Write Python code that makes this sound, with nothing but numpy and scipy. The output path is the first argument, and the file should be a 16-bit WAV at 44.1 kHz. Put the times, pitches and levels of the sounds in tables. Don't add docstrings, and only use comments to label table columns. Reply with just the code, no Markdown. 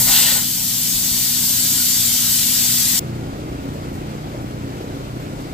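import sys
import numpy as np
from scipy import signal
from scipy.fft import rfft, irfft, next_fast_len
from scipy.io import wavfile
from scipy.ndimage import map_coordinates

SR = 44100
rng = np.random.default_rng(int(sys.argv[2]) if len(sys.argv) > 2 else 0)


def wav_record(signal):
    frames = np.transpose(np.atleast_2d(signal))
    bounded = np.clip(frames, -1, 1)
    quanta = np.round(bounded * 32767).astype(np.int16)
    wavfile.write(sys.argv[1], SR, quanta)


N = 244266

# frequency in Hz, relative density in dB per Hz.
JET_COLOUR = [(250, -51), (450, -27), (900, -17.5), (1180, -17), (1500, -10.5), (1700, -14), (2150, -9.5),
              (2550, -9.5), (2850, -7.5), (3300, -3.5), (4500, 0), (5100, 0), (6250, -1), (6850, -2.5),
              (7200, -1.5), (7500, -1), (9800, -2.5), (10100, -9), (10900, -2.5), (11500, 1), (12500, -2),
              (14000, -0.5), (15600, -4.5)]
# frequency in Hz, width in Hz, mean level above the jet in dB.
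JET_PEAKS = [(1890, 100, 3), (2185, 60, 4), (2860, 40, 3), (3050, 60, 3), (4520, 100, 3), (6041, 40, 3),
             (6505, 40, 4), (6971, 40, 2), (7204, 60, 5), (7510, 60, 3), (7750, 60, 3), (8200, 60, 3),
             (11500, 60, 3), (11714, 50, 4), (12165, 60, 3), (15270, 120, 3)]
# frequency in Hz, likeness 0-1, lead of the right in radians.
JET_STEREO = [(400, .85, 0), (900, .75, 0), (1250, .35, -1.0), (1700, .5, 0), (2050, .15, 1.5),
              (2700, .65, .4), (3600, .55, 0), (4300, .3, -1.2), (5200, .3, -2.3), (6200, .18, -1.2),
              (7500, .3, -1.0), (9000, .15, -2.0), (12500, .24, -1.5), (15500, .2, -.5)]
# frequency in Hz, relative density in dB per Hz.
HANDS_COLOUR = [(40, -30), (90, -1), (150, 1), (300, -14), (600, -8.5), (915, -3), (1170, -9.5), (1500, -1),
                (1650, -11), (1840, -0.5), (2050, -3.5), (2440, -9), (2800, -6.5), (4500, 2.5),
                (5100, -1.5), (5800, -4), (7690, 1), (9300, -2), (10100, -29), (11500, 4.5), (13000, -3),
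                (15600, 0.5)]
# frequency in Hz, likeness 0-1, lead of the right in radians.
HANDS_STEREO = [(60, .6, .1), (200, .8, .1), (460, .6, -.2), (650, .9, -.3), (900, .85, -.1),
                (1250, .55, -1.7), (1750, .65, -.3), (2430, .7, .2), (3400, .93, 0), (4700, .5, -1.8),
                (6500, .5, -1.5), (9100, .75, -2), (12700, .7, -1.6), (15500, .5, -1.5)]
# frequency in Hz, width in Hz, mean level above the hollow in dB.
CUP_PEAKS = [(2650, 35, 8), (3020, 90, 2.5)]
# frequency in Hz, relative density in dB per Hz.
ROAR_NEAR_COLOUR = [(12, -42), (20, -11), (75, -7), (119, -4), (199, -3.5), (240, -5), (261, -5),
                    (290, -6.5), (408, -21.5), (546, -17.5), (730, -22), (912, -19.5), (1200, -29.5),
                    (1560, -56), (2640, -120)]
ROAR_FAR_COLOUR = [(12, -45), (20, -24), (60, -6), (127, -3), (193, -7), (300, -3), (422, -7.5),
                   (700, -12.5), (1000, -18), (1150, -18), (1400, -19), (1750, -24.5), (2000, -23.5),
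                   (2670, -26), (4500, -29.5), (6500, -33.5), (7700, -35.5), (8200, -35), (8700, -38.5),
                   (9800, -38.5), (10300, -42), (11500, -36), (13000, -39), (15600, -42)]
# frequency in Hz, likeness 0-1.
ROAR_NEAR_LIKENESS = [(30, .86), (65, .88), (120, .95), (240, .96), (330, .84), (460, .55), (650, .8),
                      (1200, .6)]
ROAR_FAR_LIKENESS = [(30, .985), (150, .97), (300, .94), (700, .72), (1200, .72), (1800, .35), (2300, .45),
                     (3000, .15), (15000, .15)]
# multiple of the blade rate, base level near in dB, base level far in dB,
# left minus right near in dB, left minus right far in dB.
BLADES = [(1, -66, -50.5, 0, 0), (2, -61, -47, 2, 0), (3, -52, -43.5, 0, 0), (4, -40.5, -38.2, 0, 1),
          (5, -45.5, -38, 2, 0), (6, -42.7, -49.5, -3, -6), (7, -50.5, -43, 1, 0), (8, -38, -51, 0, 1.5),
          (9, -55.7, -42, 0, 0), (10, -56, -48.3, 0, 2), (11, -68, -49, 0, 1.5), (12, -64.5, -56, -2, 0)]
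# start in seconds, level before onset rounding in dB,
# frequency in Hz, 60 dB decay time in seconds.
STEPS = [(0.096, -25.5, 44.6, .15), (0.943, -25, 45, .18), (1.11, -23, 70, .1), (3.49, -26, 57, 0.43),
         (4.347, -22, 607, 0.037)]
# start in seconds, level before onset rounding in dB,
# brightness in dB per octave about 8 kHz.
TICKS = [(3.135, -56, 3), (3.6, -57, 2), (3.728, -49, 4), (3.925, -45, 2), (4.155, -58, 3), (4.32, -58, 3),
         (4.41, -49, 2), (4.72, -58, 3), (4.81, -57, 2), (4.98, -57, 3), (5.135, -55, 3), (5.195, -52, 2),
         (5.325, -58, 3), (5.4, -43.5, -6)]
# frequency in Hz, relative density in dB per Hz.
TICK_COLOUR = [(2500, -30), (3600, -8), (4500, 0), (6000, -6), (8200, -2), (10200, -8), (12500, 0),
               (15600, -7)]
# frequency in Hz, left minus right in dB.
PORT_BALANCE = [(500, 0), (1000, 1.5), (1800, 0.5), (2700, 0), (4000, -0.5), (4800, -1), (5500, 2),
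                (6300, 4), (7300, 8), (8200, 10.5), (9800, 1), (10200, 3), (11400, 0.5), (12200, 3.5),
                (13500, 0), (14500, 1), (15600, 10)]

T = np.arange(N) / SR
SIZE = next_fast_len(N)
HZ = np.maximum(np.arange(SIZE // 2 + 1) * SR / SIZE, 1)

JET_LOW_DB, JET_FULL_DB, JET_RISE_FROM_S, JET_RISE_S = -19.5, -15, 0.61, 0.74
JET_TILT_DB_PER_OCT, JET_DULLING_DB_PER_OCT_PER_S = 1.13, .3
PEAK_WAVER_DB, PEAK_WAVER_HZ = 4, 9
RIPPLE_DB, RIPPLE_WIDTH_HZ = 1.5, 14
HANDS_IN_S, HANDS_ATTACK_S, HANDS_OUT_S, HANDS_RELEASE_S = 0.063, 0.11, 0.33, 0.074
COVERED_BOOST_DB, COVERED_TILT_DB_PER_OCT = 2.5, -0.7
THIN_BOOST_DB, THIN_FALL_DB_PER_S, THIN_TILT_DB_PER_OCT = 4.5, 24, 2.5
RUSH_BEFORE_DB, RUSH_PEAK_DB, RUSH_LAST_DB = -20.5, -11.5, -17
RUSH_ATTACK_S, RUSH_HOLD_S, RUSH_LINGERS_S, RUSH_FALL_DB_PER_S = 0.023, 0.045, 0.054, 200
RUSH_DULL_DB_PER_OCT, RUSH_BRIGHT_DB_PER_OCT, RUSH_BRIGHTEST_S = -0.5, 1.5, 0.14
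CUP_HZ, CUP_WIDTH_HZ = 3540, 1800
CUP_FROM_S, CUP_SWELL_S, CUP_DB, CUP_FALL_DB_PER_S = 0.088, 0.072, -21.5, 29
CUP_SINK_DB_PER_OCT_PER_S = 28
BLADE_NEAR_HZ, BLADE_PASS_NEAR_S, BLADE_LEAD_NEAR_S = 30.453, -.0034, .0001
ROAR_NEAR_DB, ROAR_NEAR_RISE_DB_PER_S, TONES_NEAR_RISE_DB_PER_S = -37, 0.77, 0.18
FAN_START_DB, FAN_SETTLE_S = 7.5, 0.097
HUM_HZ, HUM_NEAR_DB, HUM_FAR_DB = 42.6, -51, -46
PHASE_SCATTER_RAD = 1.0
BLADE_FAR_HZ, BLADE_PASS_FAR_S, RIGHT_LEAD_S = 30.37, .0022, 0.00042
ROAR_FAR_DB, BLADE_THROB_DB, THROB_TOP_HZ = -30, 1, 1200
TONES_FAR_FALL_DB_PER_S, TONES_FAR_REFERENCE_S, TONE_SLIP_FAR_RAD = 1, 5.9, .35
STEP_ATTACK_CYCLES = 0.27
TICK_ATTACK_S, TICK_T60_S, TICK_LIKENESS = .006, 0.3, .3
PATCH_NEAR_DB, PATCH_FAR_DB, PATCH_WIDTH_HZ, PATCH_S = 2.0, 1.2, 110, .05
JUMP_S, FADE_OUT_S, FADE_IN_S = 2.9922, .002, .005
CUTOFF_HZ = 15470


def from_db(db):
    return 10 ** (np.asarray(db) / 20)


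def in_hz(rows):
    hz, *columns = np.transpose(rows)
    return [np.interp(np.log(HZ), np.log(hz), column) for column in columns]


def ramp(start_s, length_s):
    return np.clip((T - start_s) / length_s, 0, 1)


def drift(rate_hz):
    pole = np.exp(-80 * np.pi * rate_hz / SR)
    noise = rng.standard_normal(N // 40 + 2002)
    slow = signal.lfilter([1], [1, -2 * pole, pole * pole], noise)[2000:]
    return np.interp(np.arange(N) / 40, np.arange(len(slow)), slow / slow.std())


def ripple():
    knots_hz = np.arange(0, SR / 2, RIPPLE_WIDTH_HZ)
    return RIPPLE_DB * np.interp(HZ, knots_hz, rng.standard_normal(SR)[:len(knots_hz)])


def turbulence(colour_db, alike, lead_rad, gust_db, flicker_db, tilt_db=0, pivot_hz=6000, peaks=()):
    common, own = rfft(rng.standard_normal((2, SIZE)))
    alike = np.clip(alike, 0, 1)
    right = (alike * common + np.sqrt(1 - alike ** 2) * own) * np.exp(1j * lead_rad)
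    pair = from_db(colour_db) * np.array([common, right])
    pair = pair * SIZE / np.sqrt(np.sum(np.abs(pair) ** 2))
    out, gust = 0, gust_db * (drift(9.7) + drift(31))
    for centre_hz in 31.25 * 2. ** np.arange(10):
        octaves = np.log2(np.clip(HZ, 31.25, 16000) / centre_hz)
        share = np.cos(np.pi / 2 * np.clip(octaves, -1, 1)) ** 2
        gain = from_db(gust + flicker_db * drift(19.6) + tilt_db * np.log2(centre_hz / pivot_hz))
        out = out + gain * irfft(pair * share, SIZE)[:, :N]
    for hz, width_hz, db in peaks:
        extra = (from_db(db) - 1) / (1 + (2 * (HZ - hz) / width_hz) ** 2)
        waver = PEAK_WAVER_DB * drift(PEAK_WAVER_HZ)
        gain = from_db(gust + waver + tilt_db * np.log2(hz / pivot_hz))
        out = out + gain * irfft(pair * extra, SIZE)[:, :N]
    return out


def patchy(x, depth_db):
    hz, s, cells = signal.stft(x, SR, nperseg=1024)
    grid = rng.standard_normal((int(hz[-1] / PATCH_WIDTH_HZ) + 2, int(s[-1] / PATCH_S) + 2))
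    where = np.meshgrid(hz / PATCH_WIDTH_HZ, s / PATCH_S, indexing="ij")
    field = map_coordinates(grid, where, order=3)
    gain = from_db(depth_db * field * (hz[:, None] > 500))
    gain = gain / np.sqrt(np.mean(gain ** 2))
    return signal.istft(cells * gain, SR, nperseg=1024)[1][:, :N]


def jet():
    closing = ramp(HANDS_IN_S, HANDS_ATTACK_S)
    covered = closing - ramp(HANDS_OUT_S, HANDS_RELEASE_S)
    thin = 1 - closing
    unrisen = np.exp(-np.maximum(T - JET_RISE_FROM_S, 0) / JET_RISE_S)
    free_db = JET_FULL_DB + (JET_LOW_DB - JET_FULL_DB) * unrisen
    level_db = free_db + COVERED_BOOST_DB * covered + (THIN_BOOST_DB - THIN_FALL_DB_PER_S * T) * thin
    tilt_db = JET_TILT_DB_PER_OCT + COVERED_TILT_DB_PER_OCT * covered + THIN_TILT_DB_PER_OCT * thin
    tilt_db = tilt_db - JET_DULLING_DB_PER_OCT_PER_S * (T - 1)
    colour_db = in_hz(JET_COLOUR)[0] + ripple()
    hiss = turbulence(colour_db, *in_hz(JET_STEREO), gust_db=0.05, flicker_db=0.3,
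                      tilt_db=tilt_db, peaks=JET_PEAKS)
    return from_db(level_db) * hiss


def hands():
    arrived_s, left_s = HANDS_IN_S + RUSH_ATTACK_S, HANDS_OUT_S + RUSH_LINGERS_S
    level_db = np.interp(T, [HANDS_IN_S, arrived_s, arrived_s + RUSH_HOLD_S, left_s],
                         [RUSH_BEFORE_DB, RUSH_PEAK_DB, RUSH_PEAK_DB, RUSH_LAST_DB])
    level_db = level_db - RUSH_FALL_DB_PER_S * np.maximum(T - left_s, 0)
    tilt_db = np.interp(T, [arrived_s, RUSH_BRIGHTEST_S, left_s],
                        [RUSH_DULL_DB_PER_OCT, RUSH_BRIGHT_DB_PER_OCT, RUSH_DULL_DB_PER_OCT])
    colour_db = in_hz(HANDS_COLOUR)[0] + ripple()
    rush = turbulence(colour_db, *in_hz(HANDS_STEREO), gust_db=.6, flicker_db=.9,
                      tilt_db=tilt_db, pivot_hz=3500)
    return from_db(level_db) * rush


def tone(hz, db, balance_db, lead_s, waver_db, crest_s=0, slip_rad=0):
    side = np.array([[-.5], [.5]])
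    phase = 2 * np.pi * hz * (T - crest_s + side * lead_s)
    phase = phase + PHASE_SCATTER_RAD * rng.standard_normal() + slip_rad * drift(5.8)
    level_db = db + waver_db * drift(3.1) - side * balance_db
    return np.sqrt(2) * from_db(level_db) * np.cos(phase)


def fan_near():
    roar = turbulence(*in_hz(ROAR_NEAR_COLOUR), *in_hz(ROAR_NEAR_LIKENESS), 0.1,
                      gust_db=0.4, flicker_db=-1.5)
    tones = sum(tone(k * BLADE_NEAR_HZ, db, balance_db, BLADE_LEAD_NEAR_S, waver_db=.6,
                     crest_s=BLADE_PASS_NEAR_S)
                for k, db, _, balance_db, _ in BLADES)
    hum = tone(HUM_HZ, HUM_NEAR_DB, 0, 0, waver_db=.8)
    roar = from_db(ROAR_NEAR_DB + ROAR_NEAR_RISE_DB_PER_S * T) * roar
    tones = from_db(TONES_NEAR_RISE_DB_PER_S * T) * tones
    settling = from_db(FAN_START_DB * np.exp(-T / FAN_SETTLE_S))
    return settling * (roar + tones + hum)


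def cup():
    colour_db = -20 * np.log10(1 + (2 * (HZ - CUP_HZ) / CUP_WIDTH_HZ) ** 4)
    since_swell_s = T - CUP_FROM_S - CUP_SWELL_S
    level = ramp(CUP_FROM_S, CUP_SWELL_S) * (1 - ramp(HANDS_OUT_S, HANDS_RELEASE_S))
    level = level * from_db(CUP_DB - CUP_FALL_DB_PER_S * np.maximum(since_swell_s, 0))
    tilt_db = -CUP_SINK_DB_PER_OCT_PER_S * np.clip(since_swell_s, -1, .3)
    ring = turbulence(colour_db, *in_hz(HANDS_STEREO), gust_db=.8, flicker_db=.8,
                      tilt_db=tilt_db, pivot_hz=CUP_HZ, peaks=CUP_PEAKS)
    return level * ring


def steps():
    out = np.zeros(N)
    for start_s, db, hz, t60_s in STEPS:
        age_s = np.maximum(T - start_s, 0)
        onset = 1 - np.exp(-age_s * hz / STEP_ATTACK_CYCLES)
        out -= from_db(db - 60 * age_s / t60_s) * onset * np.sin(2 * np.pi * hz * age_s)
    return out


def fan_far():
    lead_rad = 2 * np.pi * HZ * RIGHT_LEAD_S
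    roar = turbulence(*in_hz(ROAR_FAR_COLOUR), *in_hz(ROAR_FAR_LIKENESS), lead_rad,
                      gust_db=0.35, flicker_db=0.45)
    low = irfft(rfft(roar, SIZE) / (1 + (HZ / THROB_TOP_HZ) ** 4), SIZE)[:, :N]
    throb_db = BLADE_THROB_DB * np.cos(2 * np.pi * BLADE_FAR_HZ * (T - BLADE_PASS_FAR_S))
    roar = roar + low * (from_db(throb_db) - 1)
    tones = sum(tone(k * BLADE_FAR_HZ, db, balance_db, RIGHT_LEAD_S, waver_db=2.5,
                     crest_s=BLADE_PASS_FAR_S, slip_rad=TONE_SLIP_FAR_RAD)
                for k, _, db, _, balance_db in BLADES)
    tones = from_db(TONES_FAR_FALL_DB_PER_S * (TONES_FAR_REFERENCE_S - T)) * tones
    hum = tone(HUM_HZ, HUM_FAR_DB, 0, 0, waver_db=.8)
    return from_db(ROAR_FAR_DB) * roar + tones + hum


def ticks():
    start_s, db, bright_db = np.transpose(TICKS)
    age_s = np.maximum(T - start_s[:, None], 0)
    onset = 1 - np.exp(-age_s / TICK_ATTACK_S)
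    shapes = from_db(db[:, None] - 60 * age_s / TICK_T60_S) * onset
    tilt_db = bright_db[np.argmax(shapes, axis=0)]
    noise = turbulence(*in_hz(TICK_COLOUR), TICK_LIKENESS, 0, gust_db=0, flicker_db=0,
                       tilt_db=tilt_db, pivot_hz=8000)
    return shapes.sum(axis=0) * noise


def scene():
    since_s = np.maximum(T - JUMP_S, 0)
    near = patchy(jet() + hands() + cup(), PATCH_NEAR_DB) + fan_near()
    near = np.exp(-since_s / FADE_OUT_S) * near
    far = (1 - np.exp(-since_s / FADE_IN_S)) * patchy(fan_far(), PATCH_FAR_DB)
    return near + far + steps() + ticks()


def record(dry):
    balance_db, = in_hz(PORT_BALANCE)
    colour = from_db(np.array([[.5], [-.5]]) * balance_db)
    ports = irfft(rfft(dry, SIZE) * colour, SIZE)[:, :N]
    rounded = 1.504 * np.tanh(ports / 1.51)
    top_cut = signal.ellip(14, .5, 70, CUTOFF_HZ, fs=SR, output="sos")
    return signal.sosfilt(top_cut, rounded)


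dry = scene()
out = record(dry)
wav_record(out)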